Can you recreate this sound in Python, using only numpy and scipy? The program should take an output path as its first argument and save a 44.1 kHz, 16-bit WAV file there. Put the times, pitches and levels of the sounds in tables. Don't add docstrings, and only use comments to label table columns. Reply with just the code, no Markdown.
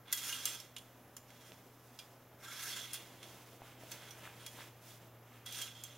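import sys
import numpy as np
from scipy import signal
from scipy.fft import rfft, irfft, next_fast_len
from scipy.io import wavfile

SR = 44100
rng = np.random.default_rng(int(sys.argv[2]) if len(sys.argv) > 2 else 0)


def voltage_ratio(decibels):
    exponent = np.asarray(decibels, float) / 20
    return 10 ** exponent


def unload_wav(signal):
    wavfile.write(
        sys.argv[1],
        SR,
        np.round(np.clip(np.atleast_2d(signal).T, -1, 1) * 32767).astype(np.int16),
    )


N = 263532
T = np.arange(N) / SR
BLOW, TAIL = T[:6000], T[:12000]
FAMILIES = 4


def unit_rms(x):
    return x / np.sqrt(np.mean(x ** 2) + 1e-20)


def colour(x, points, power=1):
    f, db = np.transpose(points)
    size = next_fast_len(len(x), True)
    hz = np.fft.rfftfreq(size, 1 / SR)
    gain_db = power * np.interp(np.log(hz + 1), np.log(f + 1), db)
    return irfft(rfft(x, size) * voltage_ratio(gain_db), size)[:len(x)]


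def band(x, lo_hz, hi_hz):
    return signal.sosfilt(signal.butter(3, [lo_hz, hi_hz], "band", fs=SR, output="sos"), x)


def ring(x, hz, width_hz):
    return signal.lfilter(*signal.iirpeak(hz, hz / width_hz, SR), x)


def wander(per_s):
    steps = rng.standard_normal(500)
    return np.interp(T * per_s, np.arange(len(steps)), steps) * np.sqrt(3 / 2)


def add(mix, start_s, sound):
    part = mix[..., round(start_s * SR):][..., :sound.shape[-1]]
    part += sound[..., :part.shape[-1]]


def follow(rows):
    s, db, tint_db = np.transpose(rows)
    t = np.arange(s[0], s[-1], 1 / SR)
    fade = np.clip(np.minimum(t - s[0], s[-1] - t) / 0.011, 0, 1)
    return t, np.interp(t, s, db), fade, np.interp(t, s, tint_db)


def slips(per_s, spread_db):
    size = voltage_ratio(spread_db * np.minimum(rng.exponential(1, N), 4)) * rng.choice([-1., 1.], N)
    return unit_rms(size * (rng.random(N) < per_s / SR))


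def tone(rows):
    s, hz, db = np.transpose(rows)
    fade = np.clip(np.minimum(T - s[0], s[-1] - T) / 0.01, 0, 1)
    phase = 2 * np.pi * np.cumsum(np.interp(T, s, hz)) / SR
    return np.sqrt(2) * voltage_ratio(np.interp(T, s, db)) * fade * np.sin(phase)


def echoes(t60, after_s):
    tail = rng.standard_normal(len(TAIL)) * voltage_ratio(-60 * TAIL / t60) * (TAIL > after_s)
    return tail / np.linalg.norm(tail)


def rod(drag):
    # pitch_hz, width_hz, level_db
    modes = [
        [(2445, 40, -11), (2750, 50, -7), (2860, 45, -5), (3220, 45, 0), (3315, 35, 1), (3415, 25, 1),
         (3900, 70, -14), (9006, 16, -5), (9056, 22, -5)],
        [(1370, 50, -7), (1610, 130, -5), (2010, 80, -7), (2170, 90, -9)],
        [(4428, 45, -8), (5090, 70, -10), (5430, 160, -6), (5950, 70, -6), (6275, 70, -3), (6920, 90, -5),
         (7560, 45, -6)],
        [(9250, 250, -8), (10300, 150, -13), (10650, 150, -13), (11900, 200, -14), (12900, 300, -12)],
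    ]
    # low_hz, high_hz
    spans = [
        (2400, 4000),
        (1000, 2400),
        (4000, 8400),
        (8400, 15000),
    ]
    scratches = [
        -1,
        -1,
        0.5,
        7.5,
    ]
    contact, rasp = slips(4500, 3.7), slips(12000, 2.3)
    efforts = drag * voltage_ratio(-2.5 + 1.75 * wander(60)) + blows()
    out = np.zeros(N)
    for effort, rings, (lo_hz, hi_hz), scratch_db in zip(efforts, modes, spans, scratches):
        sound, power = np.zeros(N), 0
        for hz, width_hz, db in rings:
            sound += voltage_ratio(db) * ring(contact * effort * voltage_ratio(2.7 * wander(27)), hz, width_hz)
            power += voltage_ratio(2 * db) * np.pi * width_hz / SR
        scratch = band(rasp * effort, lo_hz, hi_hz) / np.sqrt(2 * (hi_hz - lo_hz) / SR)
        both = sound / np.sqrt(power) + voltage_ratio(scratch_db) * scratch
        out += both / np.sqrt(1 + voltage_ratio(2 * scratch_db))
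    return out


def drags():
    # time_s, drag_db, contact_brightness_db
    slides = [
        [(.05, -63, -29), (.15, -54.5, 4), (.22, -53.5, 1), (.29, -48, 2.5), (.38, -54.5, -1.5),
         (.47, -46.5, -1.5), (.55, -49.5, -0.5), (.61, -59.5, -2), (.9, -93, -7)],
        [(1.27, -77, 0), (1.33, -68.5, -3.5), (1.465, -65.5, -1), (1.6, -80.5, 4.5)],
        [(2.38, -86, 6), (2.444, -57.5, -0.5), (2.55, -52.5, -1.5), (2.64, -51.5, 3), (2.77, -47.5, -2),
         (2.89, -55.5, -3), (2.96, -52.5, -3), (3.08, -69, -17), (3.34, -68, 2)],
        [(3.9, -63, 0), (3.96, -64.5, -6), (4.08, -59, -4), (4.14, -77, 2), (4.2, -66, 3)],
        [(4.39, -63, -6), (4.458, -60, -5), (4.525, -78, 11), (4.592, -58.5, -11), (4.66, -70, -13)],
        [(5.452, -56, -3), (5.51, -54, -2.5), (5.575, -47, -1), (5.645, -49.5, -2), (5.7, -58, -4.5),
         (5.9, -62.5, -3.5), (5.98, -64, -5.5)],
    ]
    # slide_start_db, slide_end_db
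    loads = [
        (-1, -7),
        (-7, -2),
        (3, -10.5),
        (-5.5, 1),
        (-7, 1),
        (-5.5, -8),
    ]
    out = np.zeros((FAMILIES, N))
    top_db = -1.5
    offset_db = np.array([[0], [0], [0], [top_db]])
    low_per_drag_db, usual_drag_db = -0.27, -55.5
    for (t, db, fade, bright_db), load_db in zip(map(follow, slides), loads):
        weight_db = np.interp(t, t[[0, -1]], load_db) + low_per_drag_db * (db - usual_drag_db)
        add(out, t[0], fade * voltage_ratio(db + offset_db) * families(weight_db, bright_db))
    return out


def blows():
    # start_s, peak_db, weight_db, brightness_db, t60_s
    clinks = [(.117, -58, -6, 8, .025), (0.1252, -32.5, -8.5, 3.5, 0.044), (0.1734, -42, -14, 0.5, 0.13),
              (.2907, -54, 10, -12, 0.076), (.3242, -41.5, -14, -3.5, 0.11),
              (0.4546, -34.5, -24, 7.5, 0.018), (0.601, -54, -17, 3.5, 0.041),
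              (0.7639, -36.5, -11, -6.5, 0.039), (0.7818, -48.5, -26, 1.5, .028),
              (1.166, -53.5, 3.5, 5.5, 0.049), (1.3035, -55.5, -6, -8, .04), (1.989, -44, -14, -3, 0.062),
              (2.9322, -50, -4, 8.5, .037), (2.9411, -45.5, -9, 3.5, 0.059), (3.2288, -45.5, -4, -4, 0.044),
              (3.9161, -44.5, -9, 4, 0.026), (4.106, -54, -17, 1, .045), (4.4628, -42, -14, 0, 0.03),
              (5.461, -53, 1, 7, 0.026), (5.5237, -46.5, -22, 1.5, .04), (5.5864, -51, 0, 0, 0.057),
              (5.6155, -44, -14, 2, 0.06), (5.7498, -57, -15, -2, 0.021), (5.837, -51, -19, 7.5, 0.029)]
    push = np.zeros((FAMILIES, N))
    for s, db, weight_db, bright_db, t60 in clinks:
        tick = voltage_ratio(-9 - 60 * BLOW / 0.0042)
        rattle = voltage_ratio(-60 * BLOW / t60)
        shudder = voltage_ratio(-18.0 - 60 * BLOW / (2.65 * t60))
        rise = np.minimum(BLOW / 0.00055, 1)
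        gains = voltage_ratio(db - 6.0) * families(weight_db, bright_db)[:, None]
        add(push, s, gains * (tick + rattle + shudder) * rise)
    return push


def families(weight_db, bright_db):
    high_db = 1.1 * bright_db
    top_db = 1.58 * bright_db + 2.43
    return voltage_ratio(np.array([0 * bright_db, weight_db, high_db, top_db]))


def pings():
    # start_s, peak_db, pitch_hz
    ticks = [
        (.1262, -25, 7200),
        (.4545, -21, 6280),
        (.7648, -44, 3000),
        (1.1664, -38, 10300),
        (1.9892, -40, 5000),
        (5.4612, -45, 9080),
        (5.8365, -35, 6900),
    ]
    # start_s, peak_db, pitch_hz
    glints = [
        (.1268, -19.5, 13050),
        (.1268, -26, 10940),
        (.4555, -32, 10600),
        (.601, -42.5, 5570),
        (1.166, -42.5, 7100),
        (2.933, -36, 9900),
        (4.108, -46.5, 5880),
        (5.617, -37, 7570),
        (5.837, -41.5, 7440),
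        (5.837, -46, 12700),
    ]
    # start_s, peak_db, pitch_hz
    ringing = [(.128, -38, 1997), (.128, -38, 7500), (.128, -46, 1620), (.293, -40, 2860),
               (.293, -43, 6310), (.296, -43, 1590), (.327, -35, 2875), (.456, -41, 2860),
               (.765, -46, 2890), (1.168, -56, 2870), (1.991, -56, 2400), (1.993, -56, 4890),
               (3.92, -52, 3400), (4.108, -58, 3420), (4.466, -52, 3320), (5.463, -47.5, 3320),
               (5.838, -50, 6320), (5.85, -49.5, 3260)]
    # start_s, peak_db, pitch_hz
    lingers = [(.078, -54.5, 3420), (.135, -39.5, 3320), (.455, -43, 9050), (.456, -36, 7560),
               (.766, -66, 3330), (1.993, -61, 3410), (2.46, -51, 1600), (2.482, -51, 1371),
               (2.945, -57, 3210), (3.232, -62, 3400), (4.465, -62, 9230), (4.905, -62, 3420),
               (5.48, -56, 9000), (5.527, -50, 3400), (5.57, -47, 8950), (5.587, -46, 3305),
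               (5.62, -41, 3220), (5.68, -55, 3340), (5.752, -58, 3200), (5.8, -61, 3410), (5.9, -56, 3266)]
    out = np.zeros(N)
    rise = np.minimum(TAIL / 0.00078, 1)
    for rows, t60 in [(ticks, 0.0074), (glints, 0.027), (ringing, 0.086), (lingers, 0.16)]:
        for s, db, hz in rows:
            add(out, s, voltage_ratio(db - 60 * TAIL / t60) * rise * np.sin(2 * np.pi * hz * TAIL))
    return out


def squeak():
    # time_s, pitch_hz, level_db
    path = [
        (0.98, 10060, -94),
        (0.998, 10181, -81),
        (1.068, 10340, -79),
        (1.132, 10169, -87),
        (1.144, 10100, -76),
        (1.16, 10300, -81),
    ]
    return tone(path)


def snaps():
    # start_s, peak_db, pitch_hz, decay_cycles
    pops = [
        (1.5202, -35.5, 2760, 1.1),
        (3.619, -38.5, 788, 1.6),
        (3.835, -45.5, 650, 4.3),
        (3.849, -57, 484, 2.7),
        (4.254, -42, 2030, 4.8),
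        (4.264, -48, 1320, 5.8),
        (4.2748, -38, 1540, 3),
        (4.589, -40, 855, 1.6),
        (4.607, -38, 1530, 1.7),
    ]
    out = np.zeros(N)
    for s, db, hz, cycles in pops:
        add(out, s, -voltage_ratio(db + 2.5) * np.sin(2 * np.pi * hz * BLOW) * np.exp(-2 * BLOW * hz / cycles))
    return out


def cloth(drag):
    # time_s, effort_db, crispness_db
    handling = [(.8, -66, 0), (1.04, -71.5, -6), (1.22, -69.5, -4), (1.55, -68.5, -3), (1.9, -77.5, 7),
                (2.25, -74, -7), (2.4, -72, -5), (3.0, -65, 4), (3.1, -62.5, -2), (3.46, -61, -1),
                (3.56, -67.5, 0.5), (3.64, -64, -11), (3.79, -62.5, -4), (4.1, -61, -3), (4.5, -61.5, -2.5),
                (4.75, -68, -5.5), (5.07, -68, -2), (5.2, -72, -17)]
    # middle_s, length_s, level_db, crispness_db
    swishes = [
        (2.016, 0.47, -68, 0.5),
        (3.927, 0.27, -58, 0),
        (4.26, 0.2, -53.5, -10),
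        (4.614, 0.21, -58, -0.5),
        (4.899, 0.18, -62, 5.5),
        (5.35, 0.26, -61, -7.5),
        (3.674, 0.15, -58.5, -4.5),
    ]
    rub = unit_rms(rng.standard_normal(N) + 0.46 * slips(1200, 2.6)) * voltage_ratio(1.2 * wander(40))
    tosses = []
    for s, length_s, db, crisp_db in swishes:
        end_db = db - 10
        tosses.append([(s - length_s / 2, end_db, crisp_db), (s, db, crisp_db),
                       (s + length_s / 2, end_db, crisp_db)])
    slow, quick = fizz([handling]), fizz(tosses)
    swish = np.zeros(N)
    for edges_hz, power in zip([(800, 3200), (3200, 9000), (9000, 17000)], slow + quick):
        swish += unit_rms(band(rub, *edges_hz)) * np.sqrt(power)
    flap = np.sqrt(voltage_ratio(2 * -66) + voltage_ratio(2 * -2) * slow[0] + (voltage_ratio(-15.5) * drag[0]) ** 2)
    return voltage_ratio(-2.6) * swish + voltage_ratio(-1.5) * unit_rms(band(rub, 122, 806)) * flap


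def fizz(movements):
    power = np.zeros((3, N))
    for t, db, fade, crisp_db in map(follow, movements):
        tilt_db = np.array([0 * crisp_db, 0.84 * crisp_db - 0.9, crisp_db])
        add(power, t[0], (fade * voltage_ratio(db + tilt_db)) ** 2)
    return power


def background():
    # frequency_hz, density_db per Hz
    hiss_shape = [(15, -14), (45, -21.5), (65, -13), (100, -6.5), (217, -16.5), (560, -10.5), (754, -12.5),
                  (1330, -14), (4490, -32), (6740, -30), (9070, -32.5), (12500, -20.5), (16000, -25)]
    # time_s, pitch_hz, level_db
    hum = [(0.0, 120.4, -62), (0.1, 119, -68), (0.43, 120, -64), (0.66, 120.4, -66.5), (1.9, 120.9, -66.5),
           (2.2, 121.2, -66.5), (3.78, 120.7, -63), (5.84, 116.3, -62), (5.98, 125, -61.5)]
    # pitch_hz, level_db
    overtone = [
        (253.0, -72),
    ]
    hiss = voltage_ratio(-60.5 - 2.5) * unit_rms(colour(rng.standard_normal(N), hiss_shape))
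    (hz, db), = overtone
    return hiss + tone(hum) + voltage_ratio(db) * unit_rms(ring(rng.standard_normal(N), hz, 21))


def scene():
    drag = drags()
    near = rod(drag) + pings() + snaps() + cloth(drag) + squeak()
    room = voltage_ratio(-10) * signal.oaconvolve(near, echoes(0.28, 0.0014))[:N]
    mid = near + room + background()
    return np.array([mid, mid])


def top_cut(x):
    return signal.sosfilt(signal.butter(12, 16830, fs=SR, output="sos"), x)


def record(dry):
    # frequency_hz, gain_db
    capsule = [(7500, 0), (8100, -3.5), (8700, -4.5), (8950, -1), (15000, -3.3)]
    # frequency_hz, gain_db
    edge = [(15820, 0), (15920, -70)]
    # frequency_hz, level_db
    scatter = [(1500, -40), (2400, -23), (3500, -20.5), (4900, -8), (6300, -13), (7500, -14), (8400, -29),
               (10000, -16), (12000, -26), (14000, -50)]
    # frequency_hz, difference_db
    lean = [(2000, 0), (2600, 0.5), (3400, -5), (4200, -3.5), (5500, -9), (6300, -6.5), (7300, -3.5),
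            (8300, 0.5), (10200, 3.5), (12500, 1.5), (14000, 1)]
    mid = colour(dry[0], capsule + edge)
    apart = colour(signal.oaconvolve(mid, echoes(0.069, 0))[:N], scatter)
    left = colour(mid + apart, lean, 0.4)
    right = colour(mid - apart, lean, -0.64)
    return top_cut(np.array([left, right]))


dry = scene()
out = record(dry)
unload_wav(out)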